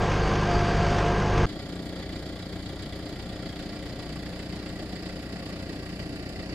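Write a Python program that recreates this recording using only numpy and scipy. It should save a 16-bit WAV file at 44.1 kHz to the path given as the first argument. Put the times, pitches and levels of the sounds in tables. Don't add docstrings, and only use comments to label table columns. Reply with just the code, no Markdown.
import sys
import numpy as np
from scipy import signal
from scipy.fft import rfft, irfft, next_fast_len
from scipy.io import wavfile
from scipy.ndimage import uniform_filter1d, map_coordinates

SR = 44100
rng = np.random.default_rng(int(sys.argv[2]) if len(sys.argv) > 2 else 0)


def wrap_up_sound(samples):
    columns = np.atleast_2d(samples).T
    tamed = np.clip(columns, -1, 1)
    steps = np.round(tamed * 32767).astype(np.int16)
    wavfile.write(sys.argv[1], SR, steps)


def level_to_linear(level):
    exponent = np.asarray(level, float) / 20
    return 10 ** exponent


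N = 288414
T = np.arange(N) / SR
CUT = 1.458
NEAR_SHAFT_HZ = 25.41
FAR_SHAFT_HZ, FAR_FIRST = 14.998, 0.0195

# [f/Hz, width/Hz, lift/dB]
BLOCK = [(1150, 26, 0.5), (1373, 30, -1), (1630, 110, 3.5), (1724, 75, 0.5), (1910, 200, 5.5),
         (2037, 84, 5.5), (2295, 260, 7), (2715, 320, 2.5), (2980, 70, 1.5), (3050, 170, 6), (3268, 94, 5),
         (3420, 75, 4.5), (3670, 90, 4), (3900, 53, 2), (4110, 67, 2), (4530, 90, 4), (4700, 210, 3.5),
         (4950, 130, 4.5), (5280, 100, 3), (6730, 140, 5), (7886, 142, 12.5)]


def unit(x):
    return x / np.sqrt(np.mean(x ** 2) + 1e-20)


def along(points, hz):
    f, v = np.transpose(points)
    return np.interp(np.log(hz + 1), np.log(f + 1), v)


def wobble(rate):
    return map_coordinates(rng.standard_normal(int(N * rate / SR) + 4), [T * rate])


def filtered(x, response):
    m = next_fast_len(N + 8192)
    return irfft(rfft(x, m) * response(np.fft.rfftfreq(m, 1 / SR)), m)[..., :N]


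def coloured(x, points_db):
    return filtered(x, lambda f: level_to_linear(along(points_db, f)))


def above(hz, edge_hz):
    return 1 / np.sqrt(1 + (edge_hz / (hz + 1)) ** 8)


def below(hz, edge_hz):
    return np.sqrt(1 - above(hz, edge_hz) ** 2)


def peak(hz, centre_hz, width_hz):
    return 1 / (1 + (2 * (hz - centre_hz) / width_hz) ** 2)


def spells(rows, idle_db, edge_s):
    gain = level_to_linear(idle_db)
    for start, length, db in rows:
        switched_on = np.clip((T - start) / edge_s + 0.5, 0, 1)
        switched_off = np.clip((T - start - length) / edge_s + 0.5, 0, 1)
        gain = gain + level_to_linear(db) * (switched_on - switched_off)
    return gain


def smooth_cells(shape, bands, frames):
    field = uniform_filter1d(rng.standard_normal(shape), size=bands, axis=0)
    return unit(uniform_filter1d(field, size=frames, axis=1))


def starved(x, odds):
    hz, _, z = signal.stft(x, SR, nperseg=1024)
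    empty = smooth_cells(z.shape[-2:], 4, 4) < along(odds, hz)[:, None]
    return signal.istft(z * np.where(empty, 0.03, 1), SR, nperseg=1024)[1][..., :N]


def patchy(x, depth_db):
    z = signal.stft(x, nperseg=256)[2]
    gain = level_to_linear(depth_db * smooth_cells(z.shape[-2:], 6, 10))
    return signal.istft(z * gain, nperseg=256)[1][..., :N]


def firings(shaft_hz, first, cylinders_db, scatter_db):
    n = np.arange(int((T[-1] - first) * 2 * shaft_hz) + 1)
    chance = rng.standard_normal((len(n), 2))
    moment = first + n / (2 * shaft_hz) + 0.00012 * chance[:, 0]
    at = np.clip(moment * SR, 0, N - 1).astype(int)
    return np.bincount(at, level_to_linear(np.array(cylinders_db)[n % 4] + scatter_db * chance[:, 1]), N)


def gate(blows, rise, t60, steady):
    t = np.arange(SR // 10) / SR
    burst = (1 - np.exp(-t / rise)) ** 2 * level_to_linear(-60 * t / t60)
    return unit(steady + unit(signal.fftconvolve(blows, burst)[:N]))


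def racket(body, knock, tick, knock_hz, tick_hz):
    noise = rng.standard_normal((3, 2, N))
    bass = filtered(body * noise[0], lambda f: below(f, knock_hz))
    middle = filtered(knock * noise[1], lambda f: above(f, knock_hz) * below(f, tick_hz))
    top = filtered(tick * noise[2], lambda f: above(f, knock_hz) * above(f, tick_hz))
    return bass + middle + top


def rocking():
    # [t/s, strength/dB]
    jolts = [
        (0.0, 5),
        (.29, 7),
        (.57, 6.5),
        (.84, 6.5),
        (1.18, 0),
        (1.41, 8.5),
    ]
    half_width = 0.056
    swell = sum(db * np.exp(-((T - s) / half_width) ** 2 / 2) for s, db in jolts)
    return np.where(T < CUT, swell - swell[T < CUT].mean(), 0)


def cab_noise(boom_db):
    # [f/Hz, density/dB per Hz]
    low_colour = [(15, -21), (30, -3), (60, -3.5), (120, -6), (200, -6), (240, -11.5), (430, -6),
                  (630, -12.5), (1200, -14), (1500, -17.5), (1700, -18.5)]
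    high_colour = [(1700, -19), (3000, -23.5), (4100, -31.5), (4700, -28.5), (6000, -34), (6500, -31.5),
                   (7300, -42.5), (8000, -40.5), (10000, -55.5), (11400, -58.5), (12000, -62), (14400, -66),
                   (15200, -72)]
    # [f/Hz, threshold/sigma]
    holes = [(6500, -4), (7200, -.5), (9000, -.5), (10500, -1.6), (12000, -4)]
    top_hz = 15150
    blows = firings(NEAR_SHAFT_HZ, 0.018, [1.5, 6.0, 2.5, 1], scatter_db=2.5)
    clatter = gate(blows, rise=0.0014, t60=0.039, steady=4.3) * level_to_linear(0.031 * boom_db + 0.76 * wobble(15.2))
    rumble = level_to_linear(1.1 * boom_db)
    body = level_to_linear(0.067 * boom_db + 0.28 * wobble(12.0))
    noise = racket(rumble, body, clatter, 97, 1230)[0]
    colour = low_colour + high_colour[1:]
    noise = filtered(noise, lambda f: level_to_linear(along(colour, f)) * (f < top_hz))
    return starved(level_to_linear(-26.5) * unit(noise), holes)


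def gear_meshes():
    # [f/Hz, width/Hz, rms level/dB]
    gears = [(758.4, 4.7, -41), (791, 8, -50), (855, 17, -42), (965, 6.4, -47), (1038, 5.7, -41),
             (1148, 14, -46.5), (1601, 80, -39)]

    def mesh(f):
        return sum(level_to_linear(db) / np.sqrt(w / SR * np.pi) * peak(f, c, w) for c, w, db in gears)
    return filtered(rng.standard_normal(N), mesh)


def lift_pump(boom_db):
    # [start t/s, length/s, level/dB]
    work = [
        (.15, .8, -51.5),
    ]
    hiss = unit(filtered(rng.standard_normal(N), lambda f: peak(f, 4700, 450)))
    pitch_hz = 4620 + 90.7 * wobble(9) + 70.2 * wobble(400)
    note = 1.1 * np.sin(2 * np.pi * np.cumsum(pitch_hz) / SR)
    strength = spells(work, idle_db=-62, edge_s=0.074) * level_to_linear(0.65 * boom_db + 2.9 * wobble(25))
    return strength * unit(hiss + note)


def gear_whine(turns):
    # [start t/s, length/s, level/dB]
    singing = [
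        (-.05, .13, -37),
        (.47, .72, -33.5),
        (1.235, .3, -36.5),
    ]
    teeth = 698.5 / NEAR_SHAFT_HZ
    strength = spells(singing, idle_db=-40.5, edge_s=0.04) * level_to_linear(2 * wobble(21.83))
    return 1.03 * strength * np.sin(2 * np.pi * turns * teeth + 0.88 * wobble(30.4))


def passing_racket(body_db, clatter_db):
    # [f/Hz, likeness 0 to 1]
    alike = [(30, 0.46), (70, 0.87), (130, 0.97), (600, .99), (1300, 0.87), (2000, 0.52), (3400, 0.043),
             (5000, 0.063), (9000, 0.053)]
    blows = firings(FAR_SHAFT_HZ, FAR_FIRST + 0.001, [0.2, -1.6, -0.9, 1.9], scatter_db=1.2)
    body = gate(blows, rise=0.0046, t60=0.11, steady=2.0) * level_to_linear(1.1 * body_db + 0.19 * wobble(9.9))
    knock = gate(blows, rise=0.0075, t60=0.085, steady=0.62) * level_to_linear(clatter_db + 0.2 * wobble(4.96))
    ticks = firings(FAR_SHAFT_HZ, FAR_FIRST, [4.2, 1.0, 3.0, 3.2], scatter_db=1.5)
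    tick = gate(ticks, rise=0.0025, t60=0.082, steady=0.62) * level_to_linear(clatter_db + 0.21 * wobble(5.26))

    def ring_and_spread(f):
        ring_db = sum(db * peak(f, c, w) ** 2 for c, w, db in BLOCK)
        angle = np.arccos(np.clip(along(alike, f), 0, 1)) / 2
        return level_to_linear(ring_db) ** 1.04 * np.array([np.cos(angle), np.sin(angle)])
    return filtered(patchy(racket(body, knock, tick, 1040, 7400), depth_db=0.5), ring_and_spread)


def nozzles():
    t = np.arange(SR // 20) / SR
    ping = (1 - np.exp(-t / 0.001)) * level_to_linear(-60 * t / 0.027) * np.sin(2 * np.pi * 7630 * t)
    lifts = firings(FAR_SHAFT_HZ, FAR_FIRST + 0.001, [8.0, -6, 0.3, -1.0], scatter_db=3.5)
    return unit(signal.fftconvolve(lifts, ping)[:N])


def struck_block():
    t = np.arange(SR // 20) / SR
    swell = (1 - np.exp(-t / 0.006)) ** 2
    total = np.zeros(N)
    for c, w, db in BLOCK:
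        blows = firings(FAR_SHAFT_HZ, FAR_FIRST + 0.0035, [0.49, -0.2, -0.43, 0.34], scatter_db=4.5)
        ring = swell * np.exp(-np.pi * w * 1.2 * t) * np.sin(2 * np.pi * c * t)
        total += signal.fftconvolve(blows, level_to_linear(2.32 * db) * np.sqrt(w) * ring)[:N]
    return unit(total)


def exhaust_orders(table, turns, spread, drift, unsteady_db):
    total = np.zeros(N)
    for k, db in table:
        strength = np.sqrt(2) * level_to_linear(db + unsteady_db * wobble(6.49))
        phase = spread * rng.standard_normal() + drift * np.sqrt(k) * wobble(5)
        total -= strength * np.cos(2 * np.pi * k * turns + phase)
    return total


def on_board():
    # [shaft order, rms level/dB]
    near_orders = [(1, -37), (2, -32), (4, -31), (6, -32.5), (7, -39.5), (7.5, -45.5), (8, -40),
                   (10, -45.5), (12, -48.5), (14, -37.5), (16, -56), (18, -40.5), (22, -48)]
    boom_db = rocking()
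    turns = NEAR_SHAFT_HZ * (T - 0.004 + 0.00066 * wobble(3.84))
    take_up_db = np.clip((T - 0.47) / 0.07, 0, 1) - 0.7
    exhaust = exhaust_orders(near_orders, turns, spread=1.2, drift=0.063, unsteady_db=1.0)
    exhaust = level_to_linear(0.24 * boom_db + take_up_db) * exhaust
    return cab_noise(boom_db) + gear_meshes() + lift_pump(boom_db) + gear_whine(turns) + exhaust


def two_ports(mid, side):
    # [f/Hz, gain/dB]
    bass = [(12, -28), (30, -2), (70, -2), (110, -1), (170, 3), (250, -3), (320, -1), (450, -6.5),
            (700, -6), (950, -19.5)]
    left_port = [(950, -21), (1950, -18), (2450, -28), (3350, -17), (4600, -21.5), (5200, -30.5),
                 (7200, -33), (7700, -73), (8200, -33.5), (9300, -26.5), (10200, -34), (12700, -34.5),
                 (14300, -42.5), (16000, -50)]
    right_port = [(950, -20.5), (1900, -18.5), (2950, -25), (4600, -14.5), (5050, -17), (5400, -25.5),
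                  (5900, -31.5), (6900, -26.5), (7700, -24.5), (8300, -80), (9200, -59), (10600, -44.5),
                  (16000, -42)]
    # [f/Hz, gain/dB]
    left_turned = [(2400, 0), (2650, 8.5), (2950, 4.5), (3250, -6.5), (3900, -1.5), (5500, -1), (6500, 2.5),
                   (8000, 6.5), (9200, -2.5), (10000, -3.5), (10700, 8.5), (11500, 3), (12700, -6),
                   (14000, 1)]
    right_turned = [(1600, 0), (1900, 4.5), (2150, -1.5), (2650, 9), (3000, -11), (4300, 0.5), (4650, 1),
                    (5100, 2.5), (5800, 5), (6500, -4.5), (7800, 1.5), (8300, 4), (9500, 0)]
    left = coloured(mid + side, bass + left_port[1:])
    right_colour = bass[:-1] + right_port
    right = filtered(mid - side, lambda f: level_to_linear(along(right_colour, f) - 1.3 * below(f, 1150) ** 2))
    gone = np.clip((T - 2.8) / 3.6, 0, 1)
    right = (1 - gone) * right + gone * coloured(right, right_turned)
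    left = (1 - gone) * left + gone * coloured(left, left_turned)
    return np.array([left, right])


def passing():
    # [t/s, level/dB]
    approach = [(1.47, -41.5), (2.5, -42), (3.7, -41.5), (5.1, -41.5), (5.9, -42.5), (6.54, -41)]
    # [t/s, lag/s]
    crossing = [
        (1.46, -.00006),
        (4, .00003),
        (6.54, .00014),
    ]
    # [shaft order, rms level/dB]
    far_orders = [(2, -54), (4, -46.5), (6, -48.5), (6.5, -55), (7, -66), (8, -52), (10, -56.5), (12, -46),
                  (14, -51), (15, -57), (16, -61), (18, -51), (19, -63), (20, -46.5), (21, -71),
                  (22, -53.5), (24, -65), (26, -59.5), (27, -55.5), (34, -69.5), (36, -55.5), (44, -63),
                  (58, -72), (64, -70), (72, -74), (78, -73), (80, -70), (88, -78), (92, -74.5),
                  (94, -65.5)]
    s, db = np.transpose(approach)
    body_db = np.interp(T, s, db - np.mean(db))
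    clatter_db = 0.16 * body_db
    turns = FAR_SHAFT_HZ * (T - 0.0012 + 0.00025 * wobble(1.533))
    mid, side = passing_racket(body_db, clatter_db)
    mid = mid + level_to_linear(clatter_db - 9) * struck_block() + level_to_linear(-21) * nozzles()
    exhaust = level_to_linear(body_db / 2) * exhaust_orders(far_orders, turns, spread=0.5, drift=0.1, unsteady_db=1.3)
    pair = level_to_linear(-38.5) * unit(two_ports(mid, side)) + exhaust * level_to_linear([[0.7], [-0.8]])
    lag = np.interp(T, *np.transpose(crossing)) * SR
    left = map_coordinates(pair[0], [np.arange(N) - lag], mode="nearest")
    return np.array([left, pair[1]])


def scene():
    # [f/Hz, threshold/sigma]
    holes = [(12000, -4), (13500, -1.2), (14500, -.5), (15700, .4)]
    near = on_board() * np.clip((CUT - T) / 0.0025, 0, 1) * np.clip(0.37 + T / 0.0014, 0, 1)
    far = starved(passing(), holes) * np.clip((T - CUT) / 0.011, 0, 1)
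    return near + far


def top_cut(x):
    return signal.sosfilt(signal.butter(12, 15700, fs=SR, output="sos"), x)


def record(dry):
    return top_cut(dry)


dry = scene()
out = record(dry)
wrap_up_sound(out)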